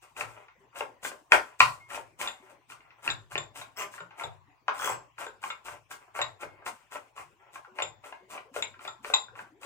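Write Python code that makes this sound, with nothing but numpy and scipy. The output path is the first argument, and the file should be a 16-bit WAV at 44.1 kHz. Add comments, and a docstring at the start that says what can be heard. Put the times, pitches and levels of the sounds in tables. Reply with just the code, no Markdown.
"""A crunch of garlic under a kitchen knife, then about four strokes a second on a plastic board in a hard kitchen.
Cells burst as random clicks, the edge's rub and blows excite damped board modes, and a counter thuds below.
Some blows set the steel blade or a dish ringing as dying sines; twice the edge sticks and slips sideways.
A simmering pot (bubbles as rising sines), shaped stove noise and wavering hum lie under it.
A phone's two microphones hear it, with sparse decaying echoes, a noise suppressor and soft overload."""
import sys
import numpy as np
from scipy import signal
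from scipy.fft import rfft, irfft, next_fast_len
from scipy.io import wavfile
from scipy.ndimage import uniform_filter1d

SR = 44100
rng = np.random.default_rng(int(sys.argv[2]) if len(sys.argv) > 2 else 0)


def elevation(decibels):
    """Turn decibel levels (scalar or array-like) into linear amplitude ratios."""
    levels = np.asarray(decibels, float)
    return 10 ** (levels / 20)


def int16_out(signal):
    """Quantize to a 16-bit WAV file."""
    q = np.round(np.clip(np.atleast_2d(signal).T, -1, 1) * 32767)
    wavfile.write(sys.argv[1], SR, q.astype(np.int16))


N = 425565

# passes of the edge through the clove, or nudges of the slices: (bite [s], bearing down lasts [s],
# holding lasts [s], crunch level [dB], level of the rub passed into the board [dB])
CUT_PASSES = [(0.0, 0.0018, 0.0017, -48.5, -43.5), (0.14, 0.06, 0.011, -44.5, -40.5),
              (0.246, 0.039, 0.15, -61.5, -53), (0.57, 0.009, 0.021, -77.5, -69),
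              (0.702, 0.018, 0.015, -77.5, -55.5), (0.729, 0.051, 0.013, -46, -41.5),
              (1.005, 0.048, 0.023, -40, -50.5), (1.294, 0.034, 0.019, -33, -23.5),
              (1.58, 0.0099, 0.0049, -26, -41), (1.869, 0.075, 0.011, -44, -38.5),
              (2.171, 0.048, 0.028, -38.5, -38.5), (2.401, 0.0095, 0.1, -66.5, -58.5),
              (2.471, 0.023, 0.017, -63.5, -59), (2.665, 0.037, 0.027, -54.5, -56.5),
              (2.819, 0.013, 0.011, -83, -55), (2.959, 0.018, .01, -75.5, -59.5),
              (3.004, 0.059, 0.0072, -45, -40.5), (3.282, 0.038, 0.017, -50.5, -46),
              (3.527, 0.043, 0.043, -46, -49.5), (3.764, 0.036, 0.014, -45, -64.5),
              (3.895, 0.03, 0.035, -51, -54.5), (4.102, 0.032, 0.057, -82, -60),
              (4.154, 0.0466, 0.033, -51, -40.5), (4.444, 0.02, 0.028, -87, -74),
              (4.715, 0.12, 0.095, -45, -42.5), (5.16, 0.038, 0.042, -48, -42.5),
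              (5.399, 0.024, 0.06, -46.5, -49.5), (5.628, 0.016, 0.086, -46.5, -46.5),
              (5.883, 0.02, 0.019, -45, -47.5), (5.985, 0.023, 0.011, -85, -60),
              (6.124, 0.054, 0.0084, -47, -39), (6.377, 0.041, 0.0066, -53, -42.5),
              (6.526, 0.022, 0.15, -96, -63), (6.637, 0.024, 0.015, -41, -41),
              (6.776, 0.018, 0.015, -104, -60.5), (6.89, 0.044, 0.0135, -48, -40.5),
              (7.139, 0.049, 0.012, -51.5, -46), (7.359, 0.042, 0.082, -87, -61),
              (7.504, 0.047, 0.009, -55, -49.5), (7.731, 0.058, 0.0097, -56.5, -43),
              (8.015, 0.034, 0.04, -53, -47.5), (8.189, 0.016, 0.017, -93, -68.5),
              (8.274, 0.032, 0.049, -49.5, -44.5), (8.518, 0.043, 0.023, -45, -40.5),
              (8.778, 0.047, 0.039, -54.5, -47.5), (9.009, 0.052, 0.098, -49, -47),
              (9.331, 0.059, 0.026, -59, -50), (9.587, 0.06, .02, -50.5, -45)]
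# landings of the edge: (time [s], blow level [dB], upper board modes [dB rel],
# lower board modes [dB rel], counter thud [dB rel])
EDGE_LANDINGS = [(0.165, -39.5, -6, -9, -20), (0.209, -26.5, 0, -3, -11), (0.483, -49, -4.5, -34, -20),
                 (0.758, -41.5, 1, -5, -43), (0.807, -25, -4.5, -4.5, -24.5), (1.028, -42, -8, -7, -34.5),
                 (1.049, -29.5, -7.5, -11.5, -57.5), (1.115, -38.5, -11.5, 2, -49),
                 (1.3203, -8, -0.5, -18.5, -60), (1.6038, -5, 0, -13, -21), (1.903, -39, -2.5, -37, -42),
                 (1.945, -37, -2, -13.5, -34), (1.955, -39, -3, 4, -42.5), (1.975, -38, -20, 3, -7.5),
                 (1.998, -48.5, -12, 4.5, -36), (2.201, -36, -3.5, -15, -47.5),
                 (2.213, -29.5, 2.5, -2.5, -43), (2.261, -37, -4, -1.5, -36.5),
                 (2.275, -31.5, -3, -12, -34), (2.285, -37.5, -1, -11, -39.5),
                 (2.699, -43, -1.5, -30, -10.5), (2.72, -41, -6, -22, -34), (2.805, -54, -2, -27.5, -37.5),
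                 (2.905, -53, 1, -19.5, -15), (3.049, -41.5, -9.5, -25, -33), (3.077, -22, 0.5, -5.5, -5.5),
                 (3.088, -29.5, 0, -10, -32), (3.094, -35, -2, -8, -37), (3.101, -36, -11.5, -20, -34),
                 (3.318, -41, -14, -20.5, 6), (3.355, -25.5, -4.5, -4, -12), (3.378, -30.5, -3, -9, -30),
                 (3.557, -37, -5.5, -18, -7), (3.614, -35, -5, -5.5, -30.5), (3.937, -37.5, -9.5, -25, -29),
                 (3.98, -40, -10, -10, -38), (4.004, -38, -9, -6, -11), (4.107, -46.5, -7.5, -30, -39),
                 (4.197, -39.5, 2, -7.5, -21), (4.237, -30, -12, -5.5, -3),
                 (4.681, -18.5, -10.5, -10, -55.5), (4.692, -30.5, -10.5, -10, -57),
                 (4.797, -35.5, -20, -24, -45.5), (4.818, -28.5, -7, -29, -48), (4.84, -29, -17, -21, -48),
                 (4.874, -24, -20, -5.5, -43), (4.896, -21.5, -34, -7, -17), (4.921, -29.5, -10, -7.5, -17),
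                 (5.181, -33, -16, -14, -58.5), (5.265, -34.5, -9, -2.5, -16), (5.428, -40, -19, -15, -42),
                 (5.438, -29, -10, -20, -42), (5.502, -31, -3.5, -10.5, -49), (5.657, -44, -9, -7, -28),
                 (5.682, -38.5, -9, -18, -4), (5.912, -39.5, -8.5, -23, -31), (5.938, -45, -5.5, 2, -42),
                 (6.079, -54.5, -38, -6.5, -5.5), (6.186, -40.5, -5.5, -4.5, -39),
                 (6.19, -27, -11.5, -6.5, -8.5), (6.206, -28.5, -12, -4, -32), (6.216, -25.5, 1, -21, -44),
                 (6.431, -35, -6.5, -0.5, -5.5), (6.447, -46, -27, 3, -40.5),
                 (6.622, -49.5, -23.5, -4, -39), (6.663, -33.5, -5.5, -28, -46),
                 (6.921, -43.5, -6.5, -18, -59), (6.956, -39.5, -6.5, 0, -29),
                 (7.177, -37.5, -10.5, -33, -8.5), (7.556, -36.5, -11, -30, -52),
                 (7.646, -46.5, -13, -55, -34), (7.787, -23, -9, -14, -30), (7.801, -30, -4.5, -3.5, -39),
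                 (7.821, -30, 0.5, -5.5, -8), (8.042, -43.5, -3.5, -31.5, -41), (8.124, -39, -6, -2.5, -41),
                 (8.351, -41.5, -5, -0.5, -35.5), (8.377, -36.5, -4, -2.5, -38),
                 (8.562, -31, -6.5, 1.5, -11), (8.624, -27.5, 0, -9.5, -16),
                 (8.739, -44.5, -13, -27, -41.5), (8.792, -45, -3.5, -47, -41), (8.851, -37, 1.5, 2.5, -12),
                 (8.879, -33, -9, -25, -31), (9.046, -31, -4, -8.5, -42), (9.099, -33, -12, 0.5, -30),
                 (9.137, -21, -2.5, -17.5, -42.5), (9.282, -48, -21, -24, 1), (9.354, -43, -11, -32, -55),
                 (9.39, -39.5, -5, -10, -12.5), (9.631, -40.5, -1, -23, -35.5)]
# coherence of the two ports: (frequency [Hz], left-right likeness [-1 to 1])
PORT_LIKENESS = [(60, -1.2), (240, 1), (950, 0.14), (3770, 0.13), (15000, 0.35)]


def strokes():
    """Fracture noise: bursting cells are tiny random clicks; the rubbing edge excites the board's modes."""
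    # spectrum of the bursts: (frequency [Hz], density [dB per Hz, relative])
    burst_spectrum = [(1650, -13), (2800, -5), (3430, -8.5), (4240, -14.5), (5020, -13.5), (8300, -7.5),
                      (12200, -19.5), (15100, -14.5), (16000, -39)]
    # release: (easing while held [dB/s], first fall [dB/s], lingering fall [dB/s], lingering part [dB])
    crunch_fade = (-110, -600, -150, -7.5)
    # release, same columns: ([dB/s], [dB/s], [dB/s], [dB])
    rub_fade = (-20, -400, -120, -14.5)
    crunch_db, rub_db = np.transpose(CUT_PASSES)[3:]
    crunch = signal.oaconvolve(grains(per_s=8000, spread_db=5.5), colour(burst_spectrum))[:N]
    rub = np.zeros(N)
    for spot in range(3):
        board = struck(upper_db=-5.5, lower_db=-8.5)
        rub += signal.oaconvolve(grains(per_s=600, spread_db=5.0), board)[:N]
    return pressure(crunch_db, crunch_fade) * crunch + pressure(rub_db, rub_fade) * evened(rub)


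def pressure(peak_db, fade):
    """Force envelope: each cut bites, bears down, holds and lets go; overlapping cuts add in power."""
    bite_s, bite_db = 0.028, -11  # the edge bites quickly, this far under full strength, then bears down
    bite, bear, hold = np.transpose(CUT_PASSES)[:3, :, None]
    ease_db, fast_db, slow_db, linger_db = fade
    t = np.arange(0, N / SR, .002)
    since = t - bite
    climb = np.clip(since / bite_s, 0, 1) ** 3.4 * elevation(bite_db * np.clip(1 - since / bear, 0, 1))
    held = elevation(ease_db * np.clip(since - bear, 0, hold))
    after = np.maximum(since - bear - hold, 0)
    fall = (elevation(fast_db * after) + elevation(linger_db + slow_db * after)) / (1 + elevation(linger_db))
    envelope = np.linalg.norm(elevation(peak_db)[:, None] * climb * held * fall, axis=0)
    return np.interp(np.arange(N) / SR, t, envelope)


def knocks():
    """Impact: brief contact forces excite a crack, the board's modes and a slower thud of the counter."""
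    # first instant of a blow: (frequency [Hz], density [dB per Hz, relative])
    crack_spectrum = [(120, -79), (200, -100), (722, -3), (1080, -27.5), (1320, -25), (1480, 13.5),
                      (1980, 11), (2700, 11.5), (3760, 16), (7830, -3), (11000, -27.5), (16000, -29.5)]
    # counter modes: (frequency [Hz], level [dB rel], T60 [s])
    counter_modes = [(117, 0, 0.2), (100, -3, 0.24), (148, -2, 0.15), (200, -5, .08), (60, -6, 0.15)]
    t, out, crack = np.arange(9000) / SR, np.zeros(N), colour(crack_spectrum)
    for s, db, upper_db, lower_db, thud_db in EDGE_LANDINGS:
        # weak blows are cushioned by the clove and land in several touches
        decay_s = 0.0012 * elevation(-.4 * (db + 13.0))
        touches = rng.standard_normal(1500) ** 3 * np.exp(-t[:1500] / decay_s)
        touches[10] += 24  # the first contact
        touches /= np.linalg.norm(touches)
        board = signal.fftconvolve(touches, struck(upper_db, lower_db))
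        add(out, s, elevation(db - 6.5) * board)
        crack_db = 0.96 * db + 8.0 + 0.5 * upper_db
        add(out, s, elevation(crack_db) * signal.fftconvolve(touches, crack))
        swell = (1 - np.exp(-t / .025)) ** 2
        thud = ringing(counter_modes, t, spread_db=2, detune=.02) * swell
        add(out, s, elevation(db + thud_db - 3) * thud)
    return out


def struck(upper_db, lower_db):
    """Modal response of the board as one spot excites it; a thin board radiates little bass."""
    # board modes: (frequency [Hz], level before the tilt [dB rel], T60 [s])
    board_modes = [(383.3, 1, 0.013), (590, 1.5, 0.025), (750, -2, 0.022), (889, -5, 0.022),
                   (1040, -7, 0.044), (1150, -6, 0.028), (1370, -4.5, 0.025), (1430, -6, 0.025),
                   (1560, -5, 0.025), (1670, -2.5, 0.013), (1910, 0, 0.02), (2126, 4, 0.013),
                   (2479, 8, 0.0097), (2827, 1.5, 0.012), (3250, -2.5, 0.0099)]
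    t = np.arange(3000) / SR
    # (frequency [Hz], level [dB rel])
    tilt = [(60, lower_db - 48.0), (150, lower_db - 20.0), (420, lower_db), (620, lower_db),
            (850, 0.0088), (1650, 0.0079), (1950, upper_db), (3200, upper_db), (3900, upper_db - 10.5)]
    rise = 1 - np.exp(-t / .0005)  # the bending wave needs a moment to spread
    return signal.fftconvolve(rise * ringing(board_modes, t, spread_db=1.5), colour(tilt))


def clacks():
    """Local resonance: blows start with a few bright cycles under the edge, stronger for hard blows."""
    clack_hz, clack_s, clack_db = 2520, .0016, 20
    growth = .5  # extra dB per dB of blow
    t, out = np.arange(600) / SR, np.zeros(N)
    for (s, db, upper_db, *_), luck in zip(EDGE_LANDINGS, rng.standard_normal(len(EDGE_LANDINGS))):
        envelope = (t / clack_s) ** 2 * np.exp(-2 * t / clack_s)
        cycles = envelope * np.sin(2 * np.pi * clack_hz * (1 + 0.057 * luck) * t)
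        add(out, s, elevation((0.5 + growth) * db + upper_db + clack_db) * cycles)
    return out


def blade():
    """Lightly damped modes: steel and china outring plastic; contact with the board chokes the steel."""
    # strikes of the blade: (time [s], high ring [dB], low ring [dB], middle ring [dB])
    blade_strikes = [(2.2749, -46, -42, -41), (3.1015, -45, -40, -36.5), (3.3783, -44.5, -42.5, -40.5),
                     (3.617, -65, -63, -49.5), (4.003, -64.5, -65, -63), (4.2356, -53.5, -46, -46.5),
                     (5.2651, -56.5, -56, -56), (5.502, -56, -52.5, -48), (6.215, -40.5, -42.5, -30),
                     (7.8218, -40.5, -41.5, -38), (8.623, -42.5, -42, -43), (8.8767, -51.5, -48, -43.5),
                     (9.139, -31, -31.5, -24)]
    # free blade: (frequency [Hz], level [dB rel], T60 before choking [s])
    blade_modes = [(3484, 12, 0.05), (3553, 11, 0.3), (3825, 10, 0.07), (3804, 1, 0.2), (4900, 8, .007),
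                   (5700, 5, .007), (7205, 0, 0.25), (7240, 8, 0.2), (6630, -7, 0.076)]
    # borders between low, middle and high blade modes: (frequency [Hz])
    family_edges = (3700, 5000)
    # final choking of each family: (low [dB], middle [dB], high [dB])
    choke_db = (-17, -17, -9)
    # dish shaken by a blow: (time [s], level [dB])
    dish_blows = [(1.8, -56), (2.2754, -61), (6.44, -57), (8.124, -67)]
    # dish modes: (frequency [Hz], level [dB rel], T60 [s])
    dish_modes = [(2152, 5, 0.7)]
    choke_s, rattle_depth_db, rattle_s = .028, 3, .005
    t, out = np.arange(20000) / SR, np.zeros(N)
    family = np.searchsorted(family_edges, np.transpose(blade_modes)[0])
    # the edge settles on the board
    choke = elevation(np.outer(choke_db, 1 - np.exp(-(t / choke_s) ** 2))) * (1 - np.exp(-t / 0.00049))
    for s, high_db, low_db, mid_db in blade_strikes:
        rattle_db = rattle_depth_db * flutter(count=3, size=len(t), seconds=rattle_s)
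        for k, db in enumerate((low_db, mid_db, high_db)):
            ring = ringing(np.array(blade_modes)[family == k], t, detune=0.00052)
            add(out, s, elevation(db + rattle_db[k]) * choke[k] * ring)
    for s, db in dish_blows:
        add(out, s, elevation(db) * ringing(dish_modes, t, detune=.0002) * (1 - np.exp(-t / .004)))
    return out


def scrapes():
    """Stick-slip friction: each slip is a gritty puff into the board and the damped blade's fickle modes."""
    # sideways drags: (start [s], end [s], slip rate [per s], unevenness [0-1],
    # board level [dB], blade level [dB], blade pitch [factor])
    drags = [(3.756, 3.855, 203, .06, -41, -45.5, .97), (4.774, 4.954, 55, .4, -41.5, -40, 1.0)]
    # blade under drag: (frequency before the pitch factor [Hz], width [Hz], level [dB rel],
    # change from start to end as the edge tilts [dB])
    drag_modes = [(1270, 70, 0, -14), (3330, 60, -6, -24), (5500, 320, 0, -18), (6400, 140, 1, -6),
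                  (7390, 80, -5, 18), (7740, 70, -5, 6), (8250, 120, -6, -16), (9860, 200, -7, 2),
                  (11600, 300, -7, -6), (13500, 300, -8, -6), (14900, 110, -3, -20)]
    flutter_db, flutter_s = 4.5, .012  # each mode swells and drops out on its own
    out, t = np.zeros(N), np.arange(3000) / SR
    for start, end, per_s, uneven, board_db, steel_db, pitch in drags:
        n = round((end - start) * SR)
        drift = evened(uniform_filter1d(rng.standard_normal(n), 200))
        turns = np.cumsum(per_s * np.exp(uneven * drift)) / SR
        slip_gain = elevation(1.7 * uneven * rng.standard_normal(int(turns[-1]) + 1))
        size = slip_gain[turns.astype(int)] * np.hanning(n) ** 0.91
        phase = turns % 1
        puff = np.exp(-phase / 0.033)
        grit = .3 * rng.standard_normal(n) ** 3 * (.4 + puff + np.exp(-phase / .3))
        slips = size * (evened(np.diff(puff, prepend=1)) + grit)
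        board = signal.fftconvolve(slips, struck(upper_db=-2.0, lower_db=-3.0))
        add(out, start, elevation(board_db) * evened(board))
        grip_db = flutter_db * flutter(count=len(drag_modes), size=n, seconds=flutter_s)
        steel = 0
        for (hz, width, db, change_db), grip in zip(drag_modes, grip_db):
            force = slips * elevation(db + change_db * np.linspace(-.5, .5, n) + grip)
            mode = np.exp(-np.pi * width * t) * np.sin(2 * np.pi * pitch * hz * t)
            steel = steel + signal.fftconvolve(force, mode)
        add(out, start, elevation(steel_db) * evened(steel))
    return out


def pot():
    """Bubble resonance: random low bubbles, each a few cycles that rise in pitch."""
    # simmering: (time [s], level [dB])
    simmer = [(0.0, -76), (1.53, -71), (1.879, -82.5), (2.36, -64.5), (2.55, -78), (4.0, -79), (4.49, -78),
              (4.7, -72.5), (4.86, -83), (4.97, -75), (6.04, -85.5), (6.42, -66.5), (7.26, -80),
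              (7.77, -72), (8.01, -78), (8.52, -64.5), (8.65, -70.5), (9.65, -69.5)]
    t, out = np.arange(3000) / SR, np.zeros(N)
    for hz in np.geomspace(190, 440, 6):
        bubble = np.sin(2 * np.pi * hz * t * (1 + 7.2 * t)) * (t / .012) * np.exp(-t / 0.0077)
        out += signal.oaconvolve(grains(per_s=4.1, spread_db=2.5), bubble)[:N]
    return elevation(np.interp(np.arange(N) / SR, *np.transpose(simmer))) * evened(out)


def glugs():
    """Large-bubble resonance: a few are heard singly, as short soft tones that hold or rise in pitch."""
    # (time [s], length [s], starting pitch [Hz], pitch gained by the end [0-1], level [dB])
    large_bubbles = [(0.603, 0.085, 386.5, 0.06, -61.5), (2.428, 0.046, 375, 0.05, -55.5),
                     (2.515, .07, 537, 0.1, -58), (4.01, 0.088, 164.6, 0.1, -58),
                     (4.48, 0.045, 292, 0, -63), (4.491, 0.079, 748, 0.02, -67),
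                     (7.378, 0.103, 381, 0, -66.5), (7.68, 0.21, 363, 0.12, -61),
                     (8.204, 0.12, 365, 0.07, -57.5), (9.521, 0.089, 269, 0.94, -58.5)]
    out = np.zeros(N)
    for s, length, hz, gained, db in large_bubbles:
        u = np.arange(round(length * SR)) / (length * SR)
        tone = np.sin(2 * np.pi * np.cumsum(hz * (1 + gained * u)) / SR)
        add(out, s, elevation(db) * np.sin(np.pi * u ** 0.4) * tone)
    return out


def stove():
    """Partly coherent noise: faint hiss and hum that come and go in patches of time and frequency."""
    # (frequency [Hz], density [dB per Hz, relative])
    stove_spectrum = [(15, -10), (45, -37.5), (117, 0), (185, -30.5), (384, -10.5), (476, -17.5),
                      (1020, -4), (1260, -14.5), (2610, -15.5), (4030, -29.5), (7110, -30.5), (10700, -44),
                      (16000, -38)]
    frames, hz = N // 256 + 5, np.fft.rfftfreq(1024, 1 / SR)
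    a, b, c, d, patches = rng.standard_normal((frames, 513, 5)).T
    patches = evened(uniform_filter1d(uniform_filter1d(patches, 8, 0), 20, 1))
    same = np.clip(read(PORT_LIKENESS, hz), -1, 1)[:, None]
    left, other = a + 1j * b, c + 1j * d
    z = np.array([left, same * left + np.sqrt(1 - same ** 2) * other])
    z *= elevation(read(stove_spectrum, hz)[:, None] + 1.3 * patches)
    noise = signal.istft(z, nperseg=1024, noverlap=768)[1][:, :N]
    return elevation(-63.5) * evened(noise)


def hum():
    """Slow amplitude and frequency modulation: two low tones waver in level and pitch."""
    # (mean frequency [Hz], rms level before wavering [dB])
    hum_tones = [(59.2, -82), (118.4, -80.5)]
    waver = signal.resample(rng.standard_normal((len(hum_tones), 90)), N, axis=1)
    hz, db = np.transpose(hum_tones)[:, :, None]
    phase = 2 * np.pi * np.cumsum(hz * (1 + 0.023 * waver[::-1]), 1) / SR
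    return (np.sqrt(2) * elevation(db + 4.0 * waver) * np.sin(phase)).sum(0)


def kitchen(x, t60_share, wet_db):
    """Direct and reverberant sound: the knife wanders, so the echo pattern drifts between two."""
    right_lag_s = .000125  # the right port is farther from the board
    turn = 2 * np.pi * .9 * np.arange(N) / SR
    size = next_fast_len(N)
    delay = np.exp(-2j * np.pi * np.fft.rfftfreq(size, 1 / SR) * right_lag_s)
    late = irfft(rfft(x, size) * delay, size)[:N]
    wet = np.zeros((2, N))
    for weight in (np.cos(turn), np.sin(turn)):
        wet += signal.oaconvolve((x * weight)[None], echoes(t60_share), axes=1)[:, :N]
    return (np.array([x, late]) + elevation(wet_db) * wet) / np.hypot(1, elevation(wet_db))


def echoes(t60_share):
    """Frequency-dependent reverberation: sparse echoes die band by band."""
    # (frequency [Hz], T60 before scaling by t60_share [s])
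    room_decay = [(100, 0.57), (260, 0.33), (700, 0.28), (1600, 0.23), (2700, 0.17), (4850, 0.25),
                  (9000, 0.19), (14000, 0.14)]
    taps = np.zeros((2, SR // 2))
    slots = np.arange(240, SR // 2 - 20, 20)
    places = slots + rng.integers(0, 20, (2, len(slots)))
    np.put_along_axis(taps, places, rng.choice([-1., 1.], (2, len(slots))), 1)
    hz, t, z = signal.stft(taps, SR, nperseg=256)
    decay = elevation(-60 * t / (t60_share * read(room_decay, hz)[:, None]))
    tail = signal.istft(z * decay, SR, nperseg=256)[1]
    # long waves reach both ports alike
    same = np.clip(read(PORT_LIKENESS, np.fft.rfftfreq(tail.shape[1], 1 / SR)), 0, 1)
    left, other = rfft(tail)
    tail = irfft([left, same * left + np.sqrt(1 - same ** 2) * other], tail.shape[1])
    return tail / np.linalg.norm(tail[0])


def ringing(modes, t, spread_db=0., detune=0.002):
    """Modal superposition: dying sines, excited a little differently at each strike point."""
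    hz, db, t60 = np.transpose(modes)[:, :, None]
    level_luck, pitch_luck, phase_luck = rng.standard_normal((3, len(modes), 1))
    decay = elevation(db + spread_db * level_luck - 60 * t / t60)
    return (decay * np.sin(2 * np.pi * (hz * (1 + detune * pitch_luck) * t + phase_luck))).sum(0)


def grains(per_s, spread_db):
    """Shot noise: random clicks of either sign, a few of them large, at rms 1."""
    size = elevation(spread_db * np.minimum(rng.exponential(1, N), 5)) * rng.choice([-1., 1.], N)
    return evened(size * (rng.random(N) < per_s / SR))


def colour(points):
    """Minimum-phase filter: a causal response of energy 1 with the given spectrum."""
    hz = abs(np.fft.fftfreq(4096, 1 / SR))
    log_gain = np.log(elevation(np.maximum(read(points, hz), -100)))
    taps = np.fft.ifft(np.exp(np.conj(signal.hilbert(log_gain)))).real[:1024]
    return taps / np.linalg.norm(taps)


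def flutter(count, size, seconds):
    """Low-pass noise: slow random curves, one a row, of joint rms 1."""
    width = round(seconds * SR)
    noise = rng.standard_normal((count, size))
    return evened(uniform_filter1d(uniform_filter1d(noise, width, 1), width, 1))


def evened(x):
    """Power normalisation to rms 1."""
    return x / np.sqrt(np.mean(x ** 2) + 1e-20)


def read(points, hz):
    """Interpolation of a spectrum on a log-frequency axis."""
    f, value = np.transpose(points)
    return np.interp(np.log(hz + 1), np.log(f + 1), value)


def add(mix, s, sound):
    """Linear superposition: mixes a sound in at time s."""
    part = mix[round(s * SR):][:len(sound)]
    part += sound[:len(part)]


def suppress(x):
    """Spectral gating: bands near their own quiet level are turned down and open for louder sound."""
    hz, _, z = signal.stft(x, SR, nperseg=1024, noverlap=768)
    power = uniform_filter1d(uniform_filter1d((abs(z) ** 2).mean(0), 10, 0), 4, 1)
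    power_db = 10 * np.log10(abs(power) + 1e-20)
    over_db = power_db - np.percentile(power_db, 15, axis=1)[:, None]
    cut_db = np.clip(2.1 * (over_db - 1.5), -17, 0) * (hz > 160)[:, None]  # the bass is left alone
    return signal.istft(z * elevation(cut_db), nperseg=1024, noverlap=768)[1][:, :N]


def scene():
    """Superposition: blows and cutting fill the room; clack, ringing and pot come mostly direct."""
    blows = kitchen(knocks() + scrapes(), t60_share=1.05, wet_db=-2.0)
    cutting = kitchen(strokes(), t60_share=0.5, wet_db=1.0)
    near = kitchen(clacks() + blade() + pot() + glugs(), t60_share=0.99, wet_db=-10.0)
    return blows + cutting + near + stove() + hum()


def low_pass(x):
    """Removes everything above the highest recorded frequency."""
    return signal.sosfilt(signal.butter(12, 16800, fs=SR, output="sos"), x)


def record(dry):
    """Unequal port sensitivity and band limits, then the suppressor and saturation of the input."""
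    # (frequency [Hz], left over right [dB])
    port_balance = [(60, 8), (180, 3), (550, 4), (1650, 2), (4970, 5.5), (15000, 8)]
    edge_hz, limit = 15900, 1.05  # top of the band; level where the input saturates
    size = next_fast_len(N)
    hz = np.fft.rfftfreq(size, 1 / SR)
    lean = elevation(read(port_balance, hz) / 2)
    band = (hz < edge_hz) * hz ** 2 / (hz ** 2 + 45 ** 2)
    ports = irfft(rfft(dry, size) * [lean, 1 / lean] * band, size)[:, :N]
    mix = limit * np.tanh(suppress(ports) / limit)
    return low_pass(mix)


dry = scene()
out = record(dry)
int16_out(out)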